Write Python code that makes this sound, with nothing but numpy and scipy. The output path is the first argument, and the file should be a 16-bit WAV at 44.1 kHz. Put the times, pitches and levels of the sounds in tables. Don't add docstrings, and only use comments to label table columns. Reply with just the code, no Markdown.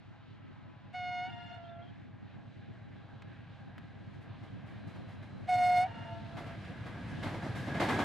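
import sys
import numpy as np
from scipy import signal
from scipy.fft import rfft, irfft
from scipy.io import wavfile
from scipy.ndimage import uniform_filter1d

SR = 44100
rng = np.random.default_rng(int(sys.argv[2]) if len(sys.argv) > 2 else 0)


def magnitude_from_level(level_db):
    exponent = np.asarray(level_db, float) / 20
    return 10 ** exponent


def master_out(mix):
    frames = np.transpose(np.atleast_2d(mix))
    ceiling = np.clip(frames, -1, 1)
    pcm = np.round(ceiling * 32767).astype(np.int16)
    wavfile.write(sys.argv[1], SR, pcm)


N = 354563
T = np.arange(N) / SR
HZ = np.maximum(np.fft.rfftfreq(N, 1 / SR), 1)
LEFT_RIGHT = np.array([[1], [-1]])

SPEED_M_S, ABREAST_S, TRACK_M, START_M = 22.93, 8.665, 4.7, 190
# level in dB at the start, dB gained per halving of distance,
# and dB lost to air and ground per 100 m.
EXHAUST_LAW, ROAR_LAW, RUMBLE_LAW = (-57, 3.36, 2.25), (-70, 5.28, 3.08), (-66, 4.43, 6.54)
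HISS_LAW, LOW_WHINE_LAW, HIGH_WHINE_LAW = (-108, 2.45, 20.4), (-94, 5.8, 0.1), (-88.5, 12.24, 0.1)

CYCLE_HZ, FIRST_FIRING_S, FIRING_SCATTER_DB = 8.771, .0048, 1.6
PUFF_DB = [-15, -8, -16, -24, -14, -24, -22, -2, -15, -24, -3, 0, -20, -24, -18, -24]
# pitch in Hz, width in Hz, level in dB.
SILENCER = [(46, 4.2, -20.5), (69, 3.7, -2), (100, 14, 6.5), (111.9, 4.9, 4.5), (116, 6.1, -24.5),
            (218, 150, -29)]
# frequency in Hz, level in dB per Hz.
ROAR_COLOUR = [(260, -27), (450, -13), (644, -4), (824, -5.5), (1110, -8.5), (1450, -9.5), (1600, -5),
               (1770, -9.5), (1910, -9), (3950, -19), (5180, -32), (8600, -47.5), (11200, -79),
               (18900, -120)]
TOWN_DB = -65.5
# frequency in Hz, level in dB per Hz.
RUMBLE_COLOUR = [(15, -37), (25, -26), (43, -18.5), (77, -9.5), (108, -2), (130, -5), (179, -4.5),
                 (295, -11), (406, -24.5), (508, -17.5), (609, -22.5), (700, -16.5), (910, -45),
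                 (1540, -120)]
# frequency in Hz, level in dB per Hz.
HISS_COLOUR = [(2350, -29.5), (4000, -6.5), (5030, -4), (5420, -8), (7040, -12.5), (11100, -18.5),
               (12000, -25), (15600, -52.5), (22000, -120)]
# pitch in Hz, width in Hz, level in dB.
WHINE_MODES = [
    [(815, 40, 0)],
    [(1625, 160, 0), (4030, 70, -11)],
]
BEAM_S, BEAM_WIDTH_S, BEAM_DB = 3.4, 1.3, -73
# frequency in Hz, level in dB.
UNSHARED = [(60, -23.5), (200, -18.5), (670, -14.5), (2250, -10), (7500, -5.5), (13800, -10)]
PORT_LAG_S = 4e-5

# frequency in Hz, level in dB per Hz.
BUFFET_COLOUR = [(35, -44.5), (60, -14), (130, -2), (198, 0.5), (281, -5.5), (385, -11.5), (433, -18.5),
                 (750, -27), (980, -62), (1650, -120)]
# time in seconds, level in dB.
WIND_STRENGTH = [(0, -56), (1.2, -54), (2.8, -52.5), (3.5, -56.5), (4.4, -49.5), (6.2, -50.5), (7, -53.5),
                 (8.04, -54)]
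GUSTINESS_DB = -1

HORN_HZ = 723
DIRECT_FLUTTER_DB, ECHO_FLUTTER_DB, RASP = (.27, .4), .68, .13
ATTACK_S, SETTLE_S, LAST_GASP_S = .012, .07, .016
SCATTER_DB, SCATTER_T60_S = -7, .6
# valve opens, starts closing and is shut, all in seconds,
# fullest level in dB.
HORN_BLASTS = [
    (0.937, 1.205, 1.291, -38),
    (5.481, 5.79, 5.856, -25),
]
# pitch in Hz, level against the fullest in dB.
DIAPHRAGM = [
    (715, -16),
    (732.5, -3.5),
    (722.7, -2.5),
    (719.2, -0.4),
    (729.4, -2),
    (739, -4.5),
    (756, -11),
]
# time in seconds, level in dB.
VALVE_SPITS = [
    (.925, -58),
    (5.469, -52),
]
# multiple of the pitch, level in dB.
DIRECT_OVERTONES = [
    [(1, 0), (2, -12), (3, -7), (4, -15), (5, -23), (6, -24), (7, -32), (8, -40), (9, -39), (10, -49),
     (11, -54), (12, -53), (13, -53), (14, -60), (15, -61), (16, -65)],
    [(1, 0), (2, -23), (3, -15), (4, -31), (5, -31), (6, -30), (7, -36), (8, -41), (9, -43), (10, -45),
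     (11, -43), (12, -44), (13, -49), (14, -52), (15, -54), (16, -51), (17, -55), (18, -63), (19, -64),
     (20, -65)],
]
# multiple of the pitch, level in dB.
WALL_OVERTONES = [(1, -1), (2, -8), (3, -13), (4, -8.5), (5, -16), (6, -24), (7, -28), (8, -34), (9, -41),
                  (10, -39.5), (11, -43.5), (12, -50)]
# multiple of the pitch, level in dB.
REAR_OVERTONES = [(1, 0), (2, -5), (3, -14)]
# start in seconds, pitch in Hz, level in dB,
# dulling in dB per overtone, left minus right in dB.
WALL_ECHOES = [
    [(1.24, 706, -12.5, -.5, -2.5), (1.205, 711, -15.5, -0.84, 10.5), (1.51, 685, -12.5, -6, 0),
     (1.3, 930, -30, -4, 3)],
    [(5.49, 711, -15.5, -10, 4), (5.50, 648.5, -23.5, -8.5, -1.5), (5.80, 710, -31.5, 0.37, -1.5),
     (5.86, 678, -23.5, -8.5, 1.5), (5.78, 680, -22.5, -21, -0.5), (6.2, 675, -30, -3, -3)],
]
REAR_WALL_ECHOES = [
    [(1.09, 938, -22.5, -0.5, 4.5), (1.24, 923, -24.5, -5.5, -5)],
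    [(5.51, 934, -32.5, 4, 5.5), (5.70, 928, -30, -5, -5), (5.80, 896, -35, -14, 1),
     (5.93, 901.4, -32.5, -8, 5.5)],
]
LONG_ECHOES = [
    [(.03, 829, -43, 0, 19), (.1, 1314, -38.5, 0, -5), (.22, 1020, -39, 0, 10.5), (.4, 1284, -38, 0, 7),
     (.42, 822, -40, 0, 10), (.55, 1000, -38, 0, 12), (.58, 1680, -46, 0, 0), (1.17, 1710, -30, 0, 3),
     (1.37, 1715, -32, 0, -3), (1.65, 1700, -34, 0, 2)],
    [(5.83, 1690, -39, 0, 2), (6.2, 1665, -42, 0, -2)],
]

# loudest moment in seconds,
# half length in seconds, pitch in Hz, sag in Hz per second, level in dB.
DRIFTING_TONES = [
    (2.598, 2.4, 812, 7.5, -71.5),
    (3.2, 0.97, 3910, 12, -85.5),
    (5.15, 0.44, 4030, 0.11, -79),
    (7.024, .16, 1642, 0.107, -60.5),
    (7.9, 0.22, 1635, 60, -49.5),
]
# start in seconds, length in seconds, pitch in Hz, level in dB.
BIRD_NOTES = [
    (1.628, 0.064, 3230, -61),
    (1.655, .1, 3540, -63),
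    (1.745, .04, 3280, -66),
    (1.8, 0.075, 3260, -60),
    (1.863, 0.049, 3213, -59),
]
# time in seconds, level in dB, brightness in dB.
BODY_TICKS = [
    (3.2212, -37.5, -28),
    (3.3294, -53, -23),
    (3.78, -36.5, -20.5),
    (3.7864, -50, -24),
]
# time in seconds, level in dB, ring time in seconds,
# brightness in dB per octave.
WHEEL_BLOWS = [(4.1294, -56, 0.26, 0.5), (4.2094, -57, 0.29, 2.5), (4.429, -46.5, 0.24, 0.2),
               (4.66, -52.5, 0.71, 1), (4.8694, -47.5, 0.41, 0.9), (4.9494, -47, 0.27, -0.5),
               (5.08, -54, .5, 1.5), (5.2225, -45.5, 0.24, 0), (5.2914, -56, 0.29, -1.5),
               (6.366, -36, 0.41, 0.5), (6.4596, -45, 0.46, 0), (6.6393, -51, 0.45, 1.5),
               (6.856, -38.5, 0.37, 0), (6.9494, -46, 0.16, -1.5), (7.2256, -30.5, 0.49, 0.6),
               (7.258, -44, 0.7, -1), (7.337, -38.5, 0.24, -0.5), (7.42, -36, 0.62, -1.8),
               (7.5494, -44, 0.76, 6), (7.668, -34.5, 0.44, -1), (7.741, -34.5, 0.67, -0.2),
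               (7.7968, -22, 0.51, 0.36), (7.885, -25, 0.58, 0), (7.9863, -23.5, 0.28, -0.3)]
# frequency in Hz, level in dB per Hz.
BANG_COLOUR = [(88, -30), (150, -15.5), (217, -0.5), (309, 1), (465, -9), (559, -4), (767, -5.5),
               (1260, -10), (1610, -14.5), (1770, -12.5), (2860, -21.5), (3260, -20), (6000, -34),
               (12600, -44.5), (16400, -79), (22000, -120)]
# pitch in Hz, width in Hz, level in dB.
RAIL_RINGS = [(713, 94, -9), (1620, 66, -4), (2104, 92, 1.5), (2730, 28, -13), (3170, 44, -19),
              (3800, 43, -17)]


def unit(x):
    return x / np.sqrt(np.mean(x ** 2))


def shape_db(table):
    hz, db = np.transpose(table)
    return np.interp(np.log(HZ), np.log(hz), db, left=-90, right=-90)


def walk(rate):
    hold = int(SR / rate)
    steps = np.repeat(rng.standard_normal(N // hold + 1), hold)
    return unit(uniform_filter1d(uniform_filter1d(steps, hold), hold)[:N])


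def ring(x, modes):
    return sum(magnitude_from_level(db) * signal.lfilter(*signal.iirpeak(hz, hz / width, fs=SR), x) for hz, width, db in modes)


def decay(s, t60, rise):
    age = np.maximum(T - s, 0)
    return (1 - np.exp(-age / rise)) * np.exp(-np.log(1000) * age / max(t60, .003))


def wide_noise():
    mid, side = rfft(rng.standard_normal((2, N)))
    return mid + magnitude_from_level(shape_db(UNSHARED)) * side * LEFT_RIGHT


def tilted(table, slope_db, flicker_db):
    noise = wide_noise() * magnitude_from_level(shape_db(table))
    scale = np.sqrt(np.mean(irfft(noise, N) ** 2))
    out = 0
    for octave in range(-6, 5):
        share = np.clip(1 - np.abs(np.log2(HZ / 1000) - octave), 0, 1)
        out = out + irfft(noise * share, N) * magnitude_from_level(octave * slope_db + flicker_db * walk(14))
    return out / scale


def approach(db, per_halving_db, loss_db):
    metres = np.hypot(SPEED_M_S * (ABREAST_S - T), TRACK_M)
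    return magnitude_from_level(db + per_halving_db * np.log2(START_M / metres) + loss_db * (START_M - metres) / 100)


def exhaust():
    cylinders = len(PUFF_DB)
    count = int(N / SR * CYCLE_HZ * cylinders) - 1
    at = FIRST_FIRING_S + np.arange(count) / CYCLE_HZ / cylinders
    puffs = np.zeros(N)
    puff_db = np.resize(PUFF_DB, count) + FIRING_SCATTER_DB * rng.standard_normal(count)
    puffs[(at * SR).astype(int)] = -magnitude_from_level(puff_db)
    band = signal.butter(2, [42, 240], "band", fs=SR, output="sos")
    return approach(*EXHAUST_LAW) * unit(signal.sosfilt(band, ring(puffs, SILENCER)))


def roar():
    return np.hypot(approach(*ROAR_LAW), magnitude_from_level(TOWN_DB)) * tilted(ROAR_COLOUR, 0, 1.6)


def hiss():
    return approach(*HISS_LAW) * magnitude_from_level(1.5 * walk(25)) * tilted(HISS_COLOUR, 0, 0.79)


def rumble():
    return approach(*RUMBLE_LAW) * tilted(RUMBLE_COLOUR, 0, 1.7)


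def whine():
    beam = magnitude_from_level(BEAM_DB) * np.exp(-((T - BEAM_S) / BEAM_WIDTH_S) ** 2)
    sizes = approach(*LOW_WHINE_LAW), approach(*HIGH_WHINE_LAW) + beam
    out = 0
    for size, modes in zip(sizes, WHINE_MODES):
        narrow = unit(ring(ring(irfft(wide_noise(), N), modes), modes))
        out = out + size * magnitude_from_level(0.6 * walk(8.4)) * narrow
    return out


def breeze():
    colour = magnitude_from_level(shape_db(BUFFET_COLOUR))
    push, stray = (unit(irfft(rfft(rng.standard_normal(N)) * colour, N)) for _ in range(2))
    gust_db = np.interp(T, *np.transpose(WIND_STRENGTH)) + GUSTINESS_DB * walk(6) + 2.8 * walk(40)
    return magnitude_from_level(gust_db) * (push * LEFT_RIGHT + magnitude_from_level(-9.5) * stray)


def blow(opens, closing, shut, db):
    turning = (closing + shut) / 2
    times = [opens, opens + ATTACK_S, opens + SETTLE_S, closing, turning, shut - LAST_GASP_S, shut]
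    return np.array([(s, hz, db + below_db) for s, (hz, below_db) in zip(times, DIAPHRAGM)])


def horn(blast, overtones, start, ratio, dull_db, flutter_db):
    s, hz, db = np.transpose(blast)
    s = s - s[0] + start
    t = T[int((s[0] - .012) * SR):int((s[-1] + .025) * SR)]
    valve = np.clip((t - t[0]) / 0.014, 0, 1) ** 2 * np.clip((t[-1] - t) / 0.018, 0, 1) ** 2
    phase = 2 * np.pi * np.cumsum(ratio * np.interp(t, s, hz)) / SR
    level_db = np.interp(t, s, db)
    weak_db = np.minimum(level_db - db.max() + 2.5, 0) * (t > s.mean())
    air, rasp = walk(110), walk(700)
    stack = 0
    for k, over_db in overtones:
        own = rng.integers(N - len(t))
        reach = np.minimum(k, 5 / flutter_db ** .5) ** .7
        waver_db = (air[:len(t)] + air[own:own + len(t)]) * flutter_db * reach
        rough = 1 + RASP * min(flutter_db, .5) * min(k, 8) * rasp[own:own + len(t)]
        size = magnitude_from_level(over_db + (dull_db + 0.19 * weak_db) * (k - 1) + waver_db) * rough
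        stack = stack + size * np.sin(k * phase + 2 * np.pi * rng.random())
    out = np.zeros(N)
    out[int(t[0] * SR + .5):][:len(t)] = np.sqrt(2) * valve * stack * magnitude_from_level(level_db)
    return out


def horns():
    air = unit(ring(ring(rng.standard_normal(N), [(1600, 1400, 1)]), [(1700, 2500, 0)]))
    direct = air * sum(magnitude_from_level(db) * decay(s, 0.43, 0.0089) for s, db in VALVE_SPITS)
    back = 0
    colours = WALL_OVERTONES, REAR_OVERTONES, REAR_OVERTONES[:1]
    for row, overtones, flutter_db, *echoes in zip(HORN_BLASTS, DIRECT_OVERTONES, DIRECT_FLUTTER_DB,
                                                   WALL_ECHOES, REAR_WALL_ECHOES, LONG_ECHOES):
        blast = blow(*row)
        direct = direct + magnitude_from_level(-.4 * LEFT_RIGHT) * horn(blast, overtones, blast[0][0], 1, 0, flutter_db)
        for colour, returns in zip(colours, echoes):
            for s, hz, db, dull_db, pan_db in returns:
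                echo = horn(blast, colour, s, hz / HORN_HZ, dull_db, ECHO_FLUTTER_DB)
                back = back + magnitude_from_level(db + pan_db * LEFT_RIGHT / 2) * echo
    smear = rng.standard_normal((2, SR // 2)) * magnitude_from_level(-60 * T[:SR // 2] / SCATTER_T60_S)
    smear = smear / np.sqrt(np.sum(smear ** 2) / 2)
    scattered = signal.fftconvolve(back, smear, axes=1)[:, :N]
    return direct + magnitude_from_level(-0.23) * back + magnitude_from_level(SCATTER_DB) * scattered


def tones():
    out = 0
    for s, half, hz, sag_hz, db in DRIFTING_TONES:
        pitch = (hz - sag_hz * (T - s)) * (1 + .004 * walk(25))
        swell = magnitude_from_level(db + 2.85 * walk(30)) * np.exp(-((T - s) / half) ** 4)
        out = out + swell * np.sqrt(2) * np.sin(2 * np.pi * np.cumsum(pitch) / SR)
    return out


def bird():
    husk = .5 + walk(400)
    notes = 0
    for s, length, hz, db in BIRD_NOTES:
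        swell = np.sin(np.pi * np.clip((T - s) / length, 0, 1))
        notes = notes + magnitude_from_level(db) * np.sin(2 * np.pi * hz * T) * swell
    return .5 * husk * notes * magnitude_from_level(3.0 * LEFT_RIGHT)


def ticks():
    noise = rng.standard_normal(N)
    knock = unit(ring(ring(noise, [(1340, 1300, 0)]), [(1480, 2200, 0)]))
    crack = unit(ring(noise, [(5750, 2600, 0), (10360, 2200, -.5)]))
    return sum(magnitude_from_level(db - 7) * decay(s, 0.022, 0.00039) * (knock + magnitude_from_level(bright_db) * crack)
               for s, db, bright_db in BODY_TICKS)


def joints():
    bursts = [magnitude_from_level(db) * decay(s, t60, 0.0049) for s, db, t60, _ in WHEEL_BLOWS]
    level = sum(bursts) + 1e-9
    slope_db = sum(burst * row[3] for burst, row in zip(bursts, WHEEL_BLOWS)) / level
    rattle = tilted(BANG_COLOUR, slope_db, 0.29)
    return level * magnitude_from_level(-6) * (rattle + magnitude_from_level(-15.5) * unit(ring(rattle, RAIL_RINGS)))


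def scene():
    train = exhaust() + roar() + hiss() + rumble() + whine() + tones() + joints()
    lead = PORT_LAG_S * SR / 2 * (1 - T / ABREAST_S) ** 2 * LEFT_RIGHT
    train = train + lead * np.gradient(train, axis=1)
    return train + breeze() + horns() + bird() + ticks()


def band_limit(x):
    return signal.sosfilt(signal.butter(12, 14400, fs=SR, output="sos"), x)


def record(dry):
    soft = signal.sosfilt(signal.butter(2, 15000, fs=SR, output="sos"), dry)
    mix = signal.sosfilt(signal.ellip(8, .2, 70, 14400, fs=SR, output="sos"), soft)
    return band_limit(mix)


dry = scene()
out = record(dry)
master_out(out)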